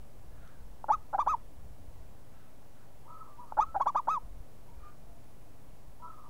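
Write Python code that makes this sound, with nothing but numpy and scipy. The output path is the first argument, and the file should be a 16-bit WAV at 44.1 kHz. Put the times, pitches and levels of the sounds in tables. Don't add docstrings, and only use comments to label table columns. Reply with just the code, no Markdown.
import sys
import numpy as np
from scipy import signal
from scipy.fft import rfft, irfft, next_fast_len
from scipy.io import wavfile
from scipy.ndimage import uniform_filter1d, map_coordinates

SR = 44100
rng = np.random.default_rng(int(sys.argv[2]) if len(sys.argv) > 2 else 0)


def invert_db(x):
    u = np.asarray(x, float) / 20
    return 10 ** u


def digitize_waveform(pressure):
    field = np.atleast_2d(pressure).T
    bounded = np.clip(field, -1, 1)
    quanta = np.round(bounded * 32767).astype(np.int16)
    wavfile.write(sys.argv[1], SR, quanta)


N = 277389


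def unit(x):
    return x / np.sqrt(np.mean(x ** 2) + 1e-20)


def along(points, hz):
    f, v = np.transpose(points)
    return np.interp(np.log(hz + 1), np.log(f + 1), v)


def add(track, s, sound):
    part = track[round(s * SR):][:len(sound)]
    part += sound[:len(part)]


def wobble(rate, size=N):
    knots = rng.standard_normal(int(size * rate / SR) + 4)
    return map_coordinates(knots, [np.arange(size) * rate / SR])


def noise(spectrum):
    m = next_fast_len(N + 8192)
    gain = invert_db(along(spectrum, np.fft.rfftfreq(m, 1 / SR)))
    return unit(irfft(rfft(rng.standard_normal(m)) * gain, m)[:N])


def tail(t60, rise):
    t = np.arange(SR // 2) / SR
    x = rng.standard_normal(len(t)) * invert_db(-60 * t / t60) * (1 - np.exp(-t / rise))
    return x / np.linalg.norm(x)


def swells(rows):
    out = np.zeros(N)
    for s, length, db in rows:
        add(out, s, invert_db(db) * np.hanning(round(length * SR)))
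    return out


# peak in seconds, half width in seconds, level in dB.
PUFFS = [(0, 0.058, -54), (.33, 0.15, -50.5), (.66, 0.082, -45.5), (.95, 0.076, -49), (1.26, 0.17, -51.5),
         (1.68, 0.13, -49.5), (1.98, 0.19, -49), (2.33, 0.041, -53.5), (3.62, 0.12, -57),
         (4.27, 0.083, -50.5), (4.4, 0.048, -46), (4.74, 0.16, -55.5), (5.14, 0.12, -57),
         (5.4, 0.11, -57.5), (5.8, .22, -58)]
# frequency in Hz, density in dB per Hz.
GUSTS = [(7.1, -29), (12, 6.5), (22, 1), (56, 0.5), (135, -17.5), (160, -16), (210, -39), (350, -120)]


def wind():
    t = np.arange(N) / SR
    strength = invert_db(-61.5)
    for peak, width, db in PUFFS:
        strength = strength + invert_db(db) * np.exp(-((t - peak) / width) ** 2)
    return strength * unit(invert_db(1.8 * wobble(13)) * noise(GUSTS))


# frequency in Hz, density in dB per Hz.
TOWN = [(71, -39), (120, 0), (196, -7), (289, -7.5), (355, -12), (656, -10), (698, -12), (1160, -18.5),
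        (1260, -21.5), (3520, -30.5), (14200, -33), (16000, -29)]


def town():
    return invert_db(-59 + .13 * wobble(3)) * noise(TOWN)


# frequency in Hz, level in dB.
HUM = [(100, -65.5)]


def hum():
    t = np.arange(N) / SR
    out = np.zeros(N)
    for hz, db in HUM:
        level = invert_db(db + 1.5 * wobble(4)) * np.sqrt(2)
        out += level * np.sin(2 * np.pi * hz * t + .4 * wobble(6))
    return out


# frequency in Hz, density in dB per Hz.
INSECTS = [(9000, -60), (9700, -6), (10000, 0), (10500, -6), (11500, -60)]


def insects():
    return invert_db(-86) * noise(INSECTS)


# pitch in Hz, gain on the fundamental in dB.
CROP = [(700, 0), (860, 6), (980, 6), (1100, 0), (1400, 0)]


def crop_db(pitch):
    return along(CROP, pitch)


def far_calls(calls, waver, flutter_db, direct_db, crest):
    out = np.zeros(N)
    for s, length, start_hz, top_hz, end_hz, db in calls:
        u = np.linspace(0, 1, round(length * SR))
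        before, after = (top_hz - start_hz) / crest ** 2, (top_hz - end_hz) / (1 - crest) ** 2
        glide = top_hz - np.where(u < crest, before, after) * (u - crest) ** 2
        pitch = glide * (1 + waver * wobble(150, len(u)))
        envelope = np.abs(np.sin(np.pi * u)) ** .3 * invert_db(flutter_db * wobble(70, len(u)))
        call = envelope * np.sin(2 * np.pi * np.cumsum(pitch) / SR) * invert_db(.7 * crop_db(pitch))
        wet = signal.fftconvolve(call, tail(.17, rise=.003))
        add(out, s, invert_db(db) * wet * np.linalg.norm(call) / np.linalg.norm(wet))
        add(out, s, invert_db(db + direct_db) * call)
    return out


# start in seconds, length in seconds, start Hz, end Hz, level in dB.
FOWL = [(.31, .06, 1680, 1650, -70), (.37, .12, 1440, 1380, -70), (.46, .16, 1668, 1460, -73),
        (2.31, .18, 2700, 2620, -80), (2.38, .095, 1290, 1300, -73), (2.74, .12, 1490, 1490, -74),
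        (4.63, .13, 935, 940, -68.5), (4.715, .2, 2440, 2370, -78), (4.80, .095, 1210, 1165, -57.5),
        (4.9, .1, 1180, 1170, -68), (4.86, .07, 1420, 1400, -72), (4.99, .2, 679, 670, -66.5)]
# start in seconds, length in seconds, level in dB.
RASPS = [
    (0.28, 0.38, -66),
    (2.247, 0.32, -69),
    (2.68, .25, -73),
    (4.72, .27, -70),
]
# frequency in Hz, density in dB per Hz.
RASP = [(700, -35), (1300, 12), (2500, -6), (4000, -8), (6000, -42)]


def fowl():
    calls = [(s, length, a, 1.01 * (a + b) / 2, b, db) for s, length, a, b, db in FOWL]
    tones = far_calls(calls, waver=.03, flutter_db=4, direct_db=-4, crest=.4)
    return tones + swells(RASPS) * noise(RASP)


# time in seconds, peak level in dB.
TICK = [
    (0.4763, -46.5),
]


def tick():
    out, t = np.zeros(N), np.arange(200) / SR
    for s, db in TICK:
        add(out, s, invert_db(db - 60 * t / .0036) * rng.standard_normal(200))
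    band = signal.butter(3, [2200, 9500], "bandpass", fs=SR, output="sos")
    return signal.sosfilt(band, out)


POPS = [
    .8426,
    3.5226,
]
# frequency in Hz, level in dB, t60 in seconds.
KNOCK = [(870, 0, .02), (620, -6, .013), (1390, -5, .017)]


def creaks():
    out, t = np.zeros(N), np.arange(SR // 16) / SR
    soft_edge = (1 - np.exp(-t / .0005)) ** 2
    crop, *sides = [soft_edge * invert_db(db - 60 * t / t60) * np.cos(2 * np.pi * hz * (t - .0012))
                    for hz, db, t60 in KNOCK]
    # start s, end s, level dB, side modes dB
    runs = [(s, s + .0014, -21, -13) for s in POPS]
    runs += [(row[0] - .0148, row[0], -27, -2) for row in LEADS]
    runs += [(row[0] - .0148, row[0], -29, -2) for row in GRUNTS]
    runs += [(row[0] - .007, row[0] + .0003, -26, -3) for row in ARCS]
    runs[-1] = (runs[-1][0] - .0015, *runs[-1][1:])
    first_gap, last_gap = .0037, .0028
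    for start, end, db, side_db in runs:
        s, shortfall = start - .0009, .55
        while s < end - .001:
            ring = crop + sum(invert_db(side_db + rng.normal(0, 1.5)) * side for side in sides)
            add(out, s, invert_db(db) * (1 - shortfall) * ring)
            s += np.interp(s, [start, max(end - last_gap, start + 1e-4)], [first_gap, last_gap])
            shortfall *= .4
    return invert_db(4) * signal.sosfilt(signal.butter(4, 1900, fs=SR, output="sos"), out)


# seconds after its start, pitch in Hz, effort in dB.
LEAD = [(0, 755, -31), (.004, 830, -26.5), (.0155, 890, -24.5), (.0183, 1045, -34), (.021, 1115, -28),
        (.041, 1284, -28), (.048, 1255, -29), (.056, 1115, -37), (.063, 1098, -50)]
# start in seconds, time stretch as a ratio, level in dB.
LEADS = [
    (.899, 1, 0),
    (3.585, 1, 0),
]
# seconds after its start, pitch in Hz, effort in dB.
GRUNT = [(0, 770, -31), (.003, 810, -28.5), (.008, 800, -29.5), (.013, 760, -34), (.017, 755, -35),
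         (.021, 735, -52)]
# start in seconds, time stretch as a ratio, level in dB.
GRUNTS = [
    (1.145, 1, -.5),
    (3.76, 1.2, -1.5),
]


def leads_and_grunts():
    shaped = []
    for rows, shape in [(LEADS, LEAD), (GRUNTS, GRUNT)]:
        s, hz, level = np.transpose(shape)
        shaped += [(start + stretch * s, hz, level + db) for start, stretch, db in rows]
    return shaped


def arc(start, length, top_hz, end_hz, fade_db):
    s = np.arange(0, length, .0005)
    onset_hz, clear_hz, scoop_s, release_s = 775, 1115, .0106, .007
    crest, held = .012 + .225 * length, length - release_s
    scoop = onset_hz + (clear_hz - onset_hz) * (s / scoop_s) ** 1.25
    rise = top_hz - (top_hz - clear_hz) * ((crest - s) / (crest - scoop_s)).clip(0) ** 1.25
    fall = top_hz - (top_hz - end_hz) * ((s - crest) / (held - crest)).clip(0, 1) ** 2.2
    hz = np.where(s < scoop_s, scoop, np.where(s < crest, rise, fall))
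    release = np.clip((s - held) / release_s, 0, 1)
    attack_db = 3 * np.clip(1 - s / .002, 0, 1)
    droop_db = 55 * s
    fading = np.minimum(s / held, 1) ** 7
    db = -27.4 - attack_db - droop_db - fade_db * fading
    return start + s, hz - 28 * release, db - 16 * release


# start in seconds, length in seconds, top Hz, end Hz, fade in dB.
ARCS = [
    (1.188, .049, 1208, 935, 12),
    (1.271, .084, 1284, 900, 1),
    (3.806, .034, 1122, 1020, 11),
    (3.866, .045, 1195, 945, 12),
    (3.955, .052, 1245, 940, 7),
    (4.0815, .1055, 1303, 930, 6),
]
# frequency in Hz, gain in dB.
THROAT = [(1500, 7.5), (1800, -17), (2200, -34), (2600, -23), (3800, -32), (5100, -38), (6200, -28),
          (6800, -32.5), (7500, -41), (8400, -50.5), (10400, -46), (14000, -50)]
# pitch in Hz, gain in dB.
OPENING = [(750, -26), (1000, -18), (1110, -3), (1300, 0)]
# frequency in Hz, density in dB per Hz.
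HUSK = [(200, -6.5), (400, -13.5), (900, -3), (2000, -17), (2800, -29.5), (7000, -36), (10000, -57)]


def whistles():
    out, husk = np.zeros(N), noise(HUSK)
    for s, hz, db in leads_and_grunts() + [arc(*row) for row in ARCS]:
        t = np.arange(s[0] - .002, s[-1] + .002, 1 / SR)
        glide = uniform_filter1d(np.interp(t, s, hz), size=45)
        pitch = glide * (1 + .008 * wobble(250, len(t)))
        phase = 2 * np.pi * np.cumsum(pitch) / SR
        edges = np.clip(np.minimum(t - t[0], t[-1] - t) / .0045, 0, 1)
        effort = invert_db(np.interp(t, s, db) + .5 * wobble(300, len(t))) * edges * np.sqrt(2)
        slack_db = 26 * ((t - t[0]) / (t[-1] - t[0])) ** 5
        bright_db = along(OPENING, pitch) - slack_db
        voice = invert_db(crop_db(pitch)) * np.sin(phase)
        voice += invert_db(-24.5) * husk[round(t[0] * SR):][:len(t)]
        for k in range(2, 12):
            scatter_db = 2.5 * wobble(90, len(t))
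            level = invert_db(along(THROAT, k * pitch) + bright_db + scatter_db)
            voice += level * np.sin(k * phase + rng.uniform(0, 2 * np.pi))
        add(out, t[0], effort * voice)
    return out


# delay in seconds, level in dB.
WALLS = [(.008, -29), (.019, -29), (.032, -32), (.055, -40), (.080, -43)]


def cage(x):
    out = x + invert_db(-34) * signal.fftconvolve(x, tail(.25, rise=.015))[:N]
    for s, db in WALLS:
        add(out, s, invert_db(db) * x)
    return out


# start in seconds, length in seconds, start Hz, top Hz, level in dB.
HELD = [
    (3.05, .07, 880, 1000, -58),
    (3.078, .1, 1250, 1312, -50.5),
    (3.372, .07, 890, 985, -58),
    (3.645, .075, 1290, 1330, -52),
    (5.998, .066, 900, 995, -57),
    (6.022, .103, 1260, 1325, -51.5),
    (6.255, .035, 930, 960, -61),
]
# start in seconds, length in seconds, top Hz, level in dB.
DOVES = [(3.07, .05, 1200, -59), (3.185, .05, 1310, -53.5), (3.225, .05, 1245, -55), (3.27, .06, 1200, -55),
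         (3.385, .05, 1200, -55.5), (3.478, .056, 1230, -57), (6.025, .045, 1200, -59),
         (6.13, .048, 1280, -55), (6.175, .055, 1240, -56), (6.235, .05, 1220, -56)]
# start in seconds, length in seconds, level in dB.
WASHES = [
    (3.04, .3, -61),
    (3.35, .22, -62),
    (5.99, .2, -60),
    (6.12, .3, -62),
]
# frequency in Hz, density in dB per Hz.
WASH = [(700, -40), (880, -3), (1000, 0), (1250, 0), (1380, -8), (1600, -45)]


def far_doves():
    held = [(s, length, low, hz, .97 * hz, db) for s, length, low, hz, db in HELD]
    quick = [(s, length, .76 * hz, hz, .93 * hz, db) for s, length, hz, db in DOVES]
    out = far_calls(held, waver=.02, flutter_db=3, direct_db=0, crest=.4)
    out += far_calls(quick, waver=.028, flutter_db=3.5, direct_db=-3, crest=.35)
    return out + swells(WASHES) * noise(WASH)


def scene():
    air = wind() + town() + hum() + insects()
    near_dove = cage(creaks() + whistles())
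    return (air + fowl() + tick() + near_dove + far_doves())[None]


def roll_off(x):
    return signal.sosfilt(signal.butter(12, 16250, fs=SR, output="sos"), x)


def record(dry):
    m = next_fast_len(N + 8192)
    passed = np.fft.rfftfreq(m, 1 / SR) < 15750
    kept = irfft(rfft(dry, m) * passed, m)[:, :N]
    mix = kept - .0083
    return roll_off(mix)


dry = scene()
out = record(dry)
digitize_waveform(out)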